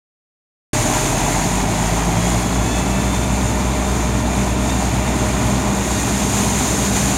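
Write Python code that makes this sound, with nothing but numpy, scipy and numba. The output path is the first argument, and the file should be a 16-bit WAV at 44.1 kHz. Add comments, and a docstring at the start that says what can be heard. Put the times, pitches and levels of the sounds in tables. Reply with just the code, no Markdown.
"""Dump truck tipping crushed stone

An open lot, one small microphone, switched on in the middle of the pour. The truck revs its
six-cylinder diesel to hoist the bed; stone scrapes down the steel, out of the tailgate and onto a pile.
Exhaust, combustion knock, cooling fan and the whining hoist pump all follow the engine speed.
A second diesel drones nearby."""
import sys
import numpy as np
from scipy import signal
from scipy.fft import rfft, irfft
from scipy.io import wavfile
from scipy.ndimage import uniform_filter1d
from numba import njit

SR = 44100
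rng = np.random.default_rng(int(sys.argv[2]) if len(sys.argv) > 2 else 0)


def bounce(signal):
    """Save signal as a 16-bit WAV file at the path given by the first command-line argument."""
    frames = np.transpose(np.atleast_2d(signal))
    limited = np.clip(frames, -1, 1)
    pcm = np.round(limited * 32767).astype(np.int16)
    wavfile.write(sys.argv[1], SR, pcm)


N = 316197
TIME = np.arange(N) / SR

# the diesel nearby, creeping up in speed: (time [s], firing rate [Hz])
NEARBY_FIRING_RATE = [(4.3, 53.2), (6.2, 54.65)]
# hoist pump lines: (multiple of the tooth rate, level before lifts [dB])
PUMP_LINES = [(2, -47.5), (3, -52.5), (4, -49), (5, -55), (6, -61)]
# pump housing, lifting each line that sweeps through: (frequency [Hz], width [Hz], lift [dB])
HOUSING_MODES = [(2624, 68, 11.5), (3300, 60, 5), (3560, 91, 6), (4300, 80, 4)]
# moments when the pump's whine briefly swells: (time [s], half-length [s], lift [dB])
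PUMP_SWELLS = [(2.26, .06, 4), (2.72, .1, 7), (3.0, .08, 4), (4.715, 0.096, 7), (5.08, .08, 7.5),
               (5.943, .08, 6)]
# faint gear whine and a ringing engine harmonic near 1.4 kHz:
# (rate [cycles per crank turn], level under load [dB])
WHINE_LINES = [(58.07, -49), (69.02, -47), (116.14, -45.5)]
# hollow space under the truck: (frequency [Hz], width [Hz], lift [dB])
CHASSIS_MODES = [(116, 12, 4), (174, 22.4, 5.5)]
# rushing air and exhaust gas: (frequency [Hz], relative level [dB])
ROAR_SPECTRUM = [(20, -34.5), (45, -11), (78, -8.5), (110, 3.5), (145, -1), (200, -2), (265, 1), (340, -8),
                 (420, -7), (510, -13.5), (800, -14.5), (1500, -20), (4000, -58.5)]
# engine block under the combustion blows: (frequency [Hz], relative level [dB])
BLOCK_SPECTRUM = [(150, -10), (300, 8.5), (430, 2.5), (520, -8), (620, -1), (800, -2), (1000, 2),
                  (1250, -4), (1550, -7.5), (2400, -4), (3000, -11.5), (3550, -14), (4600, -18.5),
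                  (12000, -56)]
# ringing engine casing: (frequency [Hz], width [Hz], gain [dB])
CASING_MODES = [(612, 17.3, 15), (1395, 25, 2)]
# stone scraping down the bed: (frequency [Hz], relative level [dB])
BED_SPECTRUM = [(100, -12), (250, -3), (380, -3), (520, -12.5), (680, 2), (850, 3.5), (1050, -1.5),
                (1400, -14.5), (2000, -7), (2600, -13), (3100, -20), (6000, -17.5), (15000, -43)]
# steel panels of the bed: (frequency [Hz], width [Hz], gain [dB])
PANEL_MODES = [(642, 36, -3.5), (780, 51, -7), (964, 47, -8.5), (3440, 155, 7.5)]
# stone landing on the pile, with the microphone's bright peak near 7 kHz:
# (frequency [Hz], relative level [dB])
PILE_SPECTRUM = [(400, -17.5), (1500, -9.5), (2500, -9), (3100, -11), (4000, -10), (4900, -12.5),
                 (5600, -11.5), (6400, -1.5), (7100, -0.5), (7700, -7), (8800, -8.5), (10500, -14.5),
                 (13000, -20.5), (15700, -28)]
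# masses of stone sliding out: (time [s], half-length [s], pile level [dB], bed level [dB])
STONE_SLIDES = [(0.813, 0.26, -24, -27), (1.25, 0.32, -26.5, -26), (2.046, 0.41, -29.5, -26.5),
                (5.314, 0.53, -35.5, -33), (6.29, 0.38, -25.5, -33.5), (6.906, 0.49, -23.5, -34)]

IDLE_HZ, GOVERNED_HZ = 29.915, 61.857  # firing rates
BED_UP_S, BED_UP_HALF_S = 5.298, .389  # the bed is up and the load comes off
PUMP_TEETH, FAN_BLADES, BELT_PULSES = 44.02, 9.44, 11.4  # passes per crank turn
# levels at governed speed under load, growth per doubling of speed, change once unloaded
EXHAUST_DB, EXHAUST_DB_PER_OCTAVE, EXHAUST_UNLOADED_DB = -22, 11.5, -6
HUM_DB, HUM_DB_PER_OCTAVE, HUM_UNLOADED_DB = -28.5, 7, 2
ROAR_DB, ROAR_DB_PER_OCTAVE, ROAR_UNLOADED_DB = -23, 1.5, 1.4
KNOCK_DB, KNOCK_UNLOADED_DB = -27.5, -4


def undb(db):
    """Decibels to gain."""
    return 10 ** (np.asarray(db) / 20)


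def level(x, db=0):
    """Scale to an rms level."""
    return x * undb(db) / np.sqrt(np.mean(x ** 2))


def ramp(middle_s, half_s):
    """A smooth step from 0 to 1."""
    return .5 + .5 * np.tanh((TIME - middle_s) / half_s)


def swell(peak_s, half_s):
    """A smooth rise to 1 and back."""
    return np.exp(-((TIME - peak_s) / half_s) ** 2)


def walk(rate_hz):
    """Random values, each held for 1 / rate_hz seconds, smoothed twice; rms 1."""
    hold = int(SR / rate_hz)
    steps = rng.standard_normal(1024)[np.arange(N) // hold % 1024]
    return level(uniform_filter1d(uniform_filter1d(steps, hold), hold))


def colour(x, spectrum, size=8192):
    """Causal filter with the given spectrum; the result has rms 1."""
    hz, db = np.transpose(spectrum)
    grid_hz = np.maximum(np.arange(size // 2 + 1) * SR / size, 1)
    gain = undb(np.interp(np.log(grid_hz), np.log(hz), db))
    cepstrum = irfft(np.log(gain))
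    cepstrum[1:size // 2] *= 2  # fold to minimum phase
    cepstrum[size // 2 + 1:] = 0
    impulse = irfft(np.exp(rfft(cepstrum)))
    return level(signal.fftconvolve(x, impulse)[:N])


def resonance(x, hz, width):
    """Band-pass with gain 1 at the centre."""
    return signal.lfilter(*signal.iirpeak(hz, hz / width, fs=SR), x)


def with_modes(x, modes):
    """Add the ring of a metal body to the sound that drives it; rms 1."""
    return level(x + sum(undb(db) * resonance(x, hz, width) for hz, width, db in modes))


def lift(cycles, modes):
    """Gain of a line as its pitch moves through stationary resonances."""
    pitch = np.gradient(cycles) * SR
    return undb(sum(db / (1 + (2 * (pitch - hz) / width) ** 2) for hz, width, db in modes))


def tone(cycles, db=0, *, waver_db, waver_hz, slip_rad):
    """A rotating part's line; its level wavers and its phase slips a little."""
    line = np.sin(2 * np.pi * cycles + slip_rad * walk(waver_hz))
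    return level(line * undb(waver_db * walk(waver_hz)), db)


@njit
def rings(start, hz, decay, size):
    """Sum of short damped rings, one for each impact; start and decay in samples."""
    out = np.zeros(N)
    for k in range(len(start)):
        phasor = size[k] + 0j
        step = np.exp(2j * np.pi * hz[k] / SR - 1 / decay[k])
        for i in range(start[k], min(N, start[k] + int(6 * decay[k]))):
            phasor *= step
            out[i] += phasor.imag
    return out


def unloaded(lag_s=0):
    """0 while the engine lifts the bed, 1 once it is up."""
    return ramp(BED_UP_S + lag_s, BED_UP_HALF_S)


def firing_rate(overshoot_hz=.662, unloaded_rise_hz=1.54):
    """The engine revs up, the governor overshoots once, and the speed rises a little off load."""
    rev = IDLE_HZ + (GOVERNED_HZ - IDLE_HZ) * ramp(middle_s=1.337, half_s=1.221)
    return rev + overshoot_hz * swell(peak_s=3.503, half_s=.537) + unloaded_rise_hz * unloaded()


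def nearby_diesel():
    """A second engine in the background, nearly steady; its note beats against the truck's."""
    firings = np.cumsum(np.interp(TIME, *np.transpose(NEARBY_FIRING_RATE))) / SR
    note = tone(firings, db=-34.5, waver_db=1, waver_hz=3, slip_rad=.12)
    return note + tone(2 * firings, db=-32, waver_db=3, waver_hz=7, slip_rad=.11)


def hoist_pump(turns, drift_db=1.2):
    """Meshing teeth whine, flutter with the oil flow and briefly swell now and then."""
    swell_db = sum(db * swell(s, half_s) for s, half_s, db in PUMP_SWELLS)
    whine = np.zeros(N)
    for multiple, db in PUMP_LINES:
        cycles = multiple * PUMP_TEETH * turns
        line = tone(cycles, db, waver_db=2.5, waver_hz=55, slip_rad=.92)
        whine += line * lift(cycles, HOUSING_MODES) * undb(drift_db * walk(8.7))
    return whine * undb(swell_db)


def engine_whine(turns, unloaded_db=1):
    """Faint gear whine and a ringing engine harmonic, slightly louder off load."""
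    whine = sum(tone(passes * turns, db, waver_db=0, waver_hz=14, slip_rad=.4)
                for passes, db in WHINE_LINES)
    return whine * undb(unloaded_db * unloaded(lag_s=-.27))


def cooling_fan(turns, speed):
    """The passing blades hum into the hollow under the truck."""
    hum_db = HUM_DB + HUM_DB_PER_OCTAVE * np.log2(speed) + HUM_UNLOADED_DB * unloaded(lag_s=-.23)
    passes = FAN_BLADES * turns
    hum = tone(passes, waver_db=2, waver_hz=20, slip_rad=.3)
    return hum * lift(passes, CHASSIS_MODES) * undb(hum_db)


def belt(turns, base_db=-39.5, flap_db=11):
    """The drive belt hums, flapping hardest in the middle of the rev-up."""
    pulses = BELT_PULSES * turns
    hum = tone(pulses, base_db, waver_db=1, waver_hz=8, slip_rad=.4)
    return hum * lift(pulses, CHASSIS_MODES) * undb(flap_db * swell(peak_s=1.64, half_s=.34))


def air_roar(firings, speed):
    """Rushing air and exhaust gas throb with the firings and grow with speed."""
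    roar_db = ROAR_DB + ROAR_DB_PER_OCTAVE * np.log2(speed) + ROAR_UNLOADED_DB * unloaded()
    gas = rng.standard_normal(N) * (1 + .13 * np.cos(2 * np.pi * firings))
    roar = level(colour(gas, ROAR_SPECTRUM) * undb(.29 * walk(9)))
    return roar * undb(roar_db)


def knock(firings, cylinders=6, grains_per_cylinder=512):
    """Each cylinder rattles the block its own way, so the clatter nearly repeats every two turns."""
    stroke_end_db = 1.5 * swell(BED_UP_S, half_s=.4)  # harder as the hoist ends its stroke
    knock_db = KNOCK_DB + stroke_end_db + KNOCK_UNLOADED_DB * unloaded(lag_s=.89)
    pattern = rng.standard_normal(cylinders * grains_per_cylinder)
    place = firings / cylinders % 1 * len(pattern)
    repeating = level(np.interp(place, np.arange(len(pattern)), pattern))
    rattle = repeating + undb(-2) * rng.standard_normal(N)
    blows = np.exp(-(firings % 1) / .35) + 1.1  # each firing decays toward a steady floor
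    block = colour(rattle * blows, BLOCK_SPECTRUM)
    return with_modes(block, CASING_MODES) * undb(knock_db)


def exhaust(firings, speed):
    """The muffler passes the firing rate and its octave; both grow with speed and soften off load."""
    note_db = EXHAUST_DB + EXHAUST_DB_PER_OCTAVE * np.log2(speed)
    note_db += EXHAUST_UNLOADED_DB * unloaded(lag_s=.082)
    octave_db = .57 * note_db - 19
    note = tone(firings, waver_db=.65, waver_hz=12, slip_rad=.06) * undb(note_db)
    octave = tone(2 * firings, waver_db=3, waver_hz=9, slip_rad=.3) * undb(octave_db)
    return note + octave * lift(2 * firings, CHASSIS_MODES)


def stones(count, top_hz, ring_ms, spread_db):
    """Impacts at random moments; each stone has its own pitch, ring time and size."""
    when, pitch, ring_length = rng.random((count, 3)).T
    size = undb(spread_db * np.clip(rng.standard_normal(count), -3, 3))
    polarity = rng.choice([-1, 1], count)
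    decay = ring_ms * SR / 1000 * (.5 + ring_length)
    return level(rings((when * N).astype(np.int64), pitch * top_hz, decay, size * polarity))


def stone_flow(trickle_pile_db=-29.8, trickle_bed_db=-29):
    """Gains of the stone on the pile and in the bed; a steady trickle and the slides add in power."""
    pile_power, bed_power = undb(trickle_pile_db) ** 2, undb(trickle_bed_db) ** 2
    for s, half_s, pile_db, bed_db in STONE_SLIDES:
        pile_power += undb(pile_db) ** 2 * swell(s, half_s)
        bed_power += undb(bed_db) ** 2 * swell(s, half_s)
    return np.sqrt(pile_power), np.sqrt(bed_power)


def gravel():
    """Stones grind down the ringing steel bed and click onto the pile in surges, amid hissing grit."""
    pile_gain, bed_gain = stone_flow()
    surge = walk(rate_hz=22.08)
    chips = stones(count=45000, top_hz=15870, ring_ms=.44, spread_db=2)
    lumps = undb(-15.5) * stones(count=1500, top_hz=5020, ring_ms=.95, spread_db=5)
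    pile_grit = undb(3.5) * rng.standard_normal(N)
    pile = colour(chips + lumps + pile_grit, PILE_SPECTRUM)
    scraping = stones(count=20000, top_hz=6014, ring_ms=1.42, spread_db=2.5)
    bed_grit = undb(-3.5) * rng.standard_normal(N)
    bed = with_modes(colour(scraping + bed_grit, BED_SPECTRUM), PANEL_MODES)
    return pile * pile_gain * undb(.86 * surge) + bed * bed_gain * undb(.39 * surge)


def scene():
    """The open lot at one microphone, the same in both channels."""
    rate_hz = firing_rate()
    speed = rate_hz / GOVERNED_HZ
    firings = np.cumsum(rate_hz) / SR
    turns = firings / 3  # a four-stroke six fires three times a crank turn
    engine = exhaust(firings, speed) + knock(firings)
    airflow = cooling_fan(turns, speed) + belt(turns) + air_roar(firings, speed)
    whine = hoist_pump(turns) + engine_whine(turns)
    mono = nearby_diesel() + whine + airflow + engine + gravel()
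    return np.array([mono, mono])


def record(dry):
    """The recorder rounds the peaks, has a narrow treble notch, starts abruptly and cuts the top."""
    notch_hz, top_hz, switch_on_s = 7890, 15750, .731
    rounded = np.tanh(.92 * dry) / .89
    notched = rounded - resonance(rounded, notch_hz, width=220)
    notched = notched - resonance(notched, notch_hz, width=90)
    running = np.clip((TIME - switch_on_s) / .002, 0, 1)
    low_pass = signal.ellip(10, .1, 80, top_hz, fs=SR, output="sos")
    return signal.sosfilt(low_pass, notched * running)


dry = scene()
out = record(dry)
bounce(out)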